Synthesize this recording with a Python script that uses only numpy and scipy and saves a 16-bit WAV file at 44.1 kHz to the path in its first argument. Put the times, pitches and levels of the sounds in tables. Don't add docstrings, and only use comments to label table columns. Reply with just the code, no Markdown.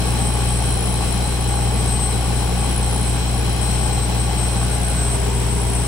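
import sys
import numpy as np
from scipy import signal
from scipy.fft import rfft, irfft
from scipy.io import wavfile

SR = 44100
rng = np.random.default_rng(int(sys.argv[2]) if len(sys.argv) > 2 else 0)


def wrap_up_sound(samples):
    columns = np.atleast_2d(samples).T
    tamed = np.clip(columns, -1, 1)
    steps = np.round(tamed * 32767).astype(np.int16)
    wavfile.write(sys.argv[1], SR, steps)


N = 258867
T = np.arange(N) / SR
HZ = np.fft.rfftfreq(N, 1 / SR)
SIDES = np.array([[0.5], [-0.5]])


def amp(db):
    return 10 ** (np.asarray(db) / 20)


def unit(x):
    return x / np.sqrt(np.mean(x ** 2) + 1e-20)


def over_time(rows):
    seconds, *columns = np.transpose(rows)
    return [np.interp(T, seconds, column) for column in columns]


def over_pitch(rows, hz):
    table_hz, *columns = np.transpose(rows)
    return [np.interp(np.log(hz + 1), np.log(table_hz + 1), column) for column in columns]


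def drift(rate_hz):
    coarse = np.linspace(0, T[-1], 2 ** 14)
    hz = np.fft.rfftfreq(len(coarse), coarse[1])
    rolloff = np.exp(-(hz / rate_hz) ** 2) * (hz > 0)
    slow = irfft(rfft(rng.standard_normal(len(coarse))) * rolloff)
    return np.interp(T, coarse, unit(slow))


def pan(balance_db):
    return amp(SIDES * balance_db)


def tone(turns, balance_db, lead_rad):
    return np.sqrt(2) * pan(balance_db) * np.cos(2 * np.pi * turns + SIDES * lead_rad)


def ring(x, modes):
    power = 0
    for hz, width_hz, db in modes:
        power = power + amp(db) ** 2 / (1 + ((HZ - hz) / width_hz) ** 2) ** 3
    return unit(irfft(rfft(x) * np.sqrt(power), N))


def throb(turns, sharpness):
    return np.exp(sharpness * (np.cos(2 * np.pi * turns) - 1))


# pitch_hz [Hz], likeness [0-1], left_lead_rad [rad], left_minus_right_db [dB]
PORT_FIELD = [(60, 0.86, -0.28, 4), (130, 1, -0.55, 2), (252, 0.86, -0.92, 3), (388, 0.98, -1.36, 4),
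              (594, 0.42, -1.13, 3), (750, 0.74, 0.082, 6), (1160, 0.84, 0.72, 2.5),
              (1570, 0.03, 0.87, 1.5), (2360, 0.11, 0.031, -2.5), (3180, 0, 0.53, 4),
              (4100, 0.05, -0.051, 4.5), (5600, 0, 0.36, 2.5), (10100, 0, -0.23, 6.5),
              (13000, 0.07, 0, -1.5), (15500, 0, 0, 3.5)]


def partly_alike(first, second, likeness, lead_rad):
    likeness = np.clip(likeness, 0, 1)
    right = likeness * first + np.sqrt(1 - likeness ** 2) * second
    return np.array([first, right * np.exp(-1j * lead_rad)])


def port_noise():
    likeness, lead_rad, balance_db = over_pitch(PORT_FIELD, HZ)
    first, second = rfft(rng.standard_normal((2, N)))
    return pan(balance_db) * partly_alike(first, second, likeness, lead_rad)


SHAFT_HZ = 29.935


def governed_shaft():
    return np.cumsum(SHAFT_HZ + 0.025 * drift(2)) / SR


# time_s [s], place [0 = high, 1 = low]
MICROPHONE_PATH = [(0, 0.041), (4.55, 0.12), (4.8, .5), (5.05, 0.62), (5.3, 0.99), (5.87, 0.8)]


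def microphone_place():
    return np.clip(over_time(MICROPHONE_PATH)[0], 0, 1)


# order [multiple of shaft speed], level_db [dB], left_minus_right_db [dB]
EXHAUST_ORDERS = [(1.0, -45.0, 2), (2.0, -21.6, 1), (2.5, -46.1, 2), (4.0, -25.1, 2), (5.0, -40.9, 2),
                  (5.5, -44.2, 2), (6.0, -34.2, 3), (6.5, -47.0, 3), (7.0, -43.3, 5), (7.5, -48.9, 5),
                  (8.0, -45.1, 5), (8.5, -46.0, 6), (10.0, -41.1, 7), (11.0, -52.4, 5), (12.0, -43.4, 12),
                  (13.0, -42.7, 6), (13.5, -50.1, 7), (14.0, -45.6, 9), (14.5, -45.3, 9), (16.0, -47.4, -3),
                  (16.5, -50.7, 4), (18.0, -49.6, 13), (20.5, -53.4, 10), (23.0, -53.5, 12),
                  (24.0, -48.7, 9), (27.5, -51.5, 4), (28.0, -47.5, 7), (28.5, -52.6, 5)]


def drone(shaft, place, waver=0.023, waver_hz=7, locked_order=12, muffler_lag_turns=0.005, shade_db=-5):
    out = np.zeros((2, N))
    unrest = [drift(waver_hz) for _ in range(6)]
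    for k, (order, db, balance_db) in enumerate(EXHAUST_ORDERS):
        loose = min(1, (order / locked_order) ** 4)
        lag = muffler_lag_turns * order ** 3
        depth = waver * np.sqrt(order)
        scatter = loose * rng.uniform(-0.43, 0.46)
        turns = order * shaft - lag + scatter + depth * unrest[k % len(unrest)] / (2 * np.pi)
        swell = 1 + depth * unrest[(k + 2) % len(unrest)]
        lead_rad = over_pitch(PORT_FIELD, order * SHAFT_HZ)[1]
        gain = amp(db + shade_db * loose * place)
        out += gain * swell * tone(turns, balance_db, lead_rad)
    return out


# pitch_hz [Hz], width_hz [Hz from centre to one eighth power], level_db [dB]
BLOCK_RESONANCES = [(785, 47, 1), (846, 124, -1.5), (1125, 54, -2.5), (1460, 270, -14)]


def knock(shaft, place, level_db=-35.0, sharpness=2.2, delay_turns=0.28, shade_db=-7):
    force = amp(1.5 * drift(14))
    blows = irfft(port_noise(), N) * throb(2 * shaft - delay_turns, sharpness) * force
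    return amp(level_db + shade_db * place) * ring(blows, BLOCK_RESONANCES)


# pitch_hz [Hz], density_db [dB per Hz]
FAN_SPECTRUM = [(5, -18), (20, 0), (40, -5), (75, 3.5), (190, 3), (300, -5), (600, -7), (1000, -8),
                (1300, -15), (2500, -12.5), (4600, -18.5), (6700, -22.5), (10800, -21.5), (12800, -32),
                (15600, -24.5)]
# pitch_hz [Hz], width_hz [Hz, between points of half the dB lift],
# lift_high_db [dB], lift_halfway_db [dB], lift_low_db [dB]
CABINET_RESONANCES = [(400, 49, 0.5, 3, 13.5), (467, 70, 4.5, 2, 6.5), (680, 130, 0.5, 5.5, 0),
                      (800, 160, 1.5, 0.5, -2), (944, 96, -2, -5, 7.5), (1497, 340, 2.5, 7.5, 2),
                      (1945, 76, -3, -7, -2), (2024, 72, 2.5, 4, 3.5), (3150, 350, 3, 1.5, 2.5),
                      (4050, 300, 6, 6, -1), (5610, 980, 5, 5, 5), (7960, 1050, 11, 10.5, 13),
                      (11500, 610, 3, 4, 1)]


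def air(place, level_db=-26.5, gust_db=0.5, gust_hz=9):
    rush = port_noise() * amp(over_pitch(FAN_SPECTRUM, HZ)[0])
    rush /= np.std(irfft(rush, N))
    lifts_db = 0
    for hz, width_hz, *lift_db in CABINET_RESONANCES:
        bell = 2 ** -(2 * (HZ - hz) / width_hz) ** 2
        lifts_db = lifts_db + np.outer(lift_db, bell)
    blend = 0
    for k, lift_db in enumerate(lifts_db):
        share = np.maximum(0, 1 - abs(2 * place - k))
        blend = blend + share * irfft(rush * amp(lift_db), N)
    return amp(level_db + gust_db * drift(gust_hz)) * blend


# pitch_hz [Hz], level_db [dB]
BLADE_TONES = [(76, -47), (87, -48), (96, -43)]


def blades(sway_turns=0.076):
    out = np.zeros((2, N))
    for hz, db in BLADE_TONES:
        _, lead_rad, balance_db = over_pitch(PORT_FIELD, hz)
        out += amp(db) * tone(hz * T + sway_turns * drift(3.2), balance_db, lead_rad)
    return out


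# pitch_hz [Hz], width_hz [Hz, rate of the noise modulation], level_db [dB], left_minus_right_db [dB]
DUCT_WHISTLES = [(821.4, 19, -40, 4), (2504, 49, -47, 3.5), (3152, 140, -46, 9.5), (4062, 65, -44, 7.5)]


def whistles(place, wander_hz=24, wander_rate_hz=14, swell_db=1.6, shade_db=-9):
    out = np.zeros((2, N))
    for hz, width_hz, db, balance_db in DUCT_WHISTLES:
        likeness, lead_rad, _ = over_pitch(PORT_FIELD, hz)
        first, second = (drift(width_hz) + 1j * drift(width_hz) for _ in range(2))
        fuzz = partly_alike(first, second, likeness, lead_rad)
        fuzz /= np.sqrt(1 + abs(fuzz) ** 2)
        turns = np.cumsum(hz + wander_hz * drift(wander_rate_hz)) / SR
        whistle = unit((fuzz * np.exp(2j * np.pi * turns)).real)
        out += amp(db + swell_db * drift(wander_rate_hz)) * pan(balance_db) * whistle
    return amp(shade_db * place) * out


# multiple [multiple of mains frequency], level_db [dB], left_minus_right_db [dB]
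SLOT_TONES = [(76, -57.6, 9.6), (78, -57.8, 7.2), (80, -60.3, 3.2), (82, -57.3, 7.5), (84, -58.5, 1.2),
              (86, -54.3, 4.1), (88, -54.5, 7.2), (90, -52.0, 11.8), (92, -49.2, 2.2), (94, -54.0, -0.2),
              (96, -54.1, 0.7)]


def whine(shaft, place, level_db=-1.0, shade_db=-5, fade_db=2.0, fade_hz=2,
          scatter_turns=0.1, port_wander_rad=0.71):
    out = np.zeros((2, N))
    for multiple, db, balance_db in SLOT_TONES:
        turns = multiple * 2 * shaft + scatter_turns * drift(fade_hz)
        gain = amp(db + fade_db * drift(fade_hz))
        out += gain * tone(turns, balance_db, port_wander_rad * drift(fade_hz))
    return amp(level_db + shade_db * place) * out


SQUEAL_HZ, SQUEAL_DB = 8180, -37
FLARE_BOOST_DB, FLARE_EDGE_S, SAG_HZ_PER_S = 2, 0.023, 160
BALL_HZ, BALL_SHAKE, BALL_BEND_TURNS = 171, 0.26, 0.02
# start_s [s], length_s [s], level_db [dB before the shared boost],
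# pitch_hz [Hz at mid-flare], left_minus_right_db [dB]
BEARING_FLARES = [(0.204, 0.11, -32, 8170, 1.5), (0.476, 0.027, -34, 8207, 4),
                  (0.537, 0.06, -34, 8170, -2.5), (0.655, 0.034, -34, 8190, 0.5),
                  (1.478, 0.22, -32, 8184, 1), (1.782, 0.041, -34, 8189, 1.0),
                  (1.876, 0.24, -30, 8210, 7.5), (2.813, 0.066, -33, 8195, -2), (3.605, 0.3, -33, 8200, 10),
                  (3.919, 0.046, -33, 8150, 10), (4.018, 0.038, -32, 8200, 13),
                  (4.172, 0.089, -31, 8190, 5.0), (4.372, 0.095, -34.5, 8240, 13),
                  (4.56, 0.086, -31.5, 8184, 0.5), (4.703, 0.067, -32, 8270, 8.0),
                  (4.851, 0.071, -32, 8220, -3.0), (4.955, 0.21, -30, 8173, -1),
                  (5.5, 0.04, -34.5, 8183, 18), (5.667, 0.029, -34, 8200, -1.5),
                  (5.729, 0.16, -34, 8221, 6.5)]


def squeal(wander_hz=11, jitter_hz=9, fade_db=2, flutter_db=1.86, sway_db=6, port_wander_rad=1.34):
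    gain = amp(SQUEAL_DB + fade_db * drift(13))
    hz = SQUEAL_HZ + wander_hz * drift(5.28)
    balance_db = sway_db * drift(6.6)
    for start_s, length_s, db, flare_hz, flare_balance_db in BEARING_FLARES:
        since_middle = T - start_s - length_s / 2
        grip = np.clip((length_s / 2 - abs(since_middle)) / FLARE_EDGE_S + 0.5, 0, 1)
        sagging_hz = flare_hz - SAG_HZ_PER_S * since_middle
        gain = gain + grip * (amp(FLARE_BOOST_DB + db) - gain)
        hz = hz + grip * (sagging_hz - hz)
        balance_db = balance_db + grip * (flare_balance_db - balance_db)
    ball_phase = 2 * np.pi * np.cumsum(BALL_HZ + 5 * drift(20)) / SR
    turns = np.cumsum(hz + jitter_hz * drift(65)) / SR - BALL_BEND_TURNS * np.sin(ball_phase)
    shake = amp(flutter_db * drift(54)) * (1 + BALL_SHAKE * np.cos(ball_phase))
    return gain * shake * tone(turns, balance_db, port_wander_rad * drift(1.9))


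# time_s [s], level_db [dB]
RUB_LEVEL = [(0.0, -38), (0.85, -33), (1.03, -38), (2.76, -38), (2.99, -34.5), (3.27, -43), (3.4, -36.5),
             (3.96, -44), (4.97, -36), (4.98, -44), (5.8, -36), (5.87, -39)]
# pitch_hz [Hz], width_hz [Hz from centre to one eighth power], level_db [dB]
RUB_RESONANCES = [(9280, 170, -8.5), (9710, 200, -2.5), (10030, 140, -0.5), (10370, 190, -11)]


def chirp(shaft, squeak_hz=9830, wander_hz=50, fall_hz=110, squeak_db=0.5, sharpness=1.86, contact=0.22,
          delay_turns=0.39, uneven_db=1.5, swell_db=0.9, balance_db=2.5):
    turn = 2 * shaft - delay_turns
    unevenness = amp(uneven_db * drift(47) + swell_db * drift(11))
    pressure = unit((contact + throb(turn, sharpness)) * unevenness)
    hz = squeak_hz - fall_hz * np.sin(2 * np.pi * turn) + wander_hz * drift(126)
    squeak = pressure * tone(np.cumsum(hz) / SR, balance_db, 1.4 * drift(32))
    scrape = ring(irfft(port_noise(), N) * pressure, RUB_RESONANCES)
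    return amp(over_time(RUB_LEVEL)[0]) * (amp(squeak_db) * squeak + scrape)


def scene():
    shaft = governed_shaft()
    place = microphone_place()
    generator = drone(shaft, place) + knock(shaft, place)
    moving_air = air(place) + blades() + whistles(place)
    machinery = whine(shaft, place) + squeal() + chirp(shaft)
    return generator + moving_air + machinery


EDGE_HZ = 15800


def record(dry):
    lowpass = signal.firwin(801, EDGE_HZ, window=("kaiser", 9), fs=SR)
    return signal.oaconvolve(dry, lowpass[None], "same")


dry = scene()
out = record(dry)
wrap_up_sound(out)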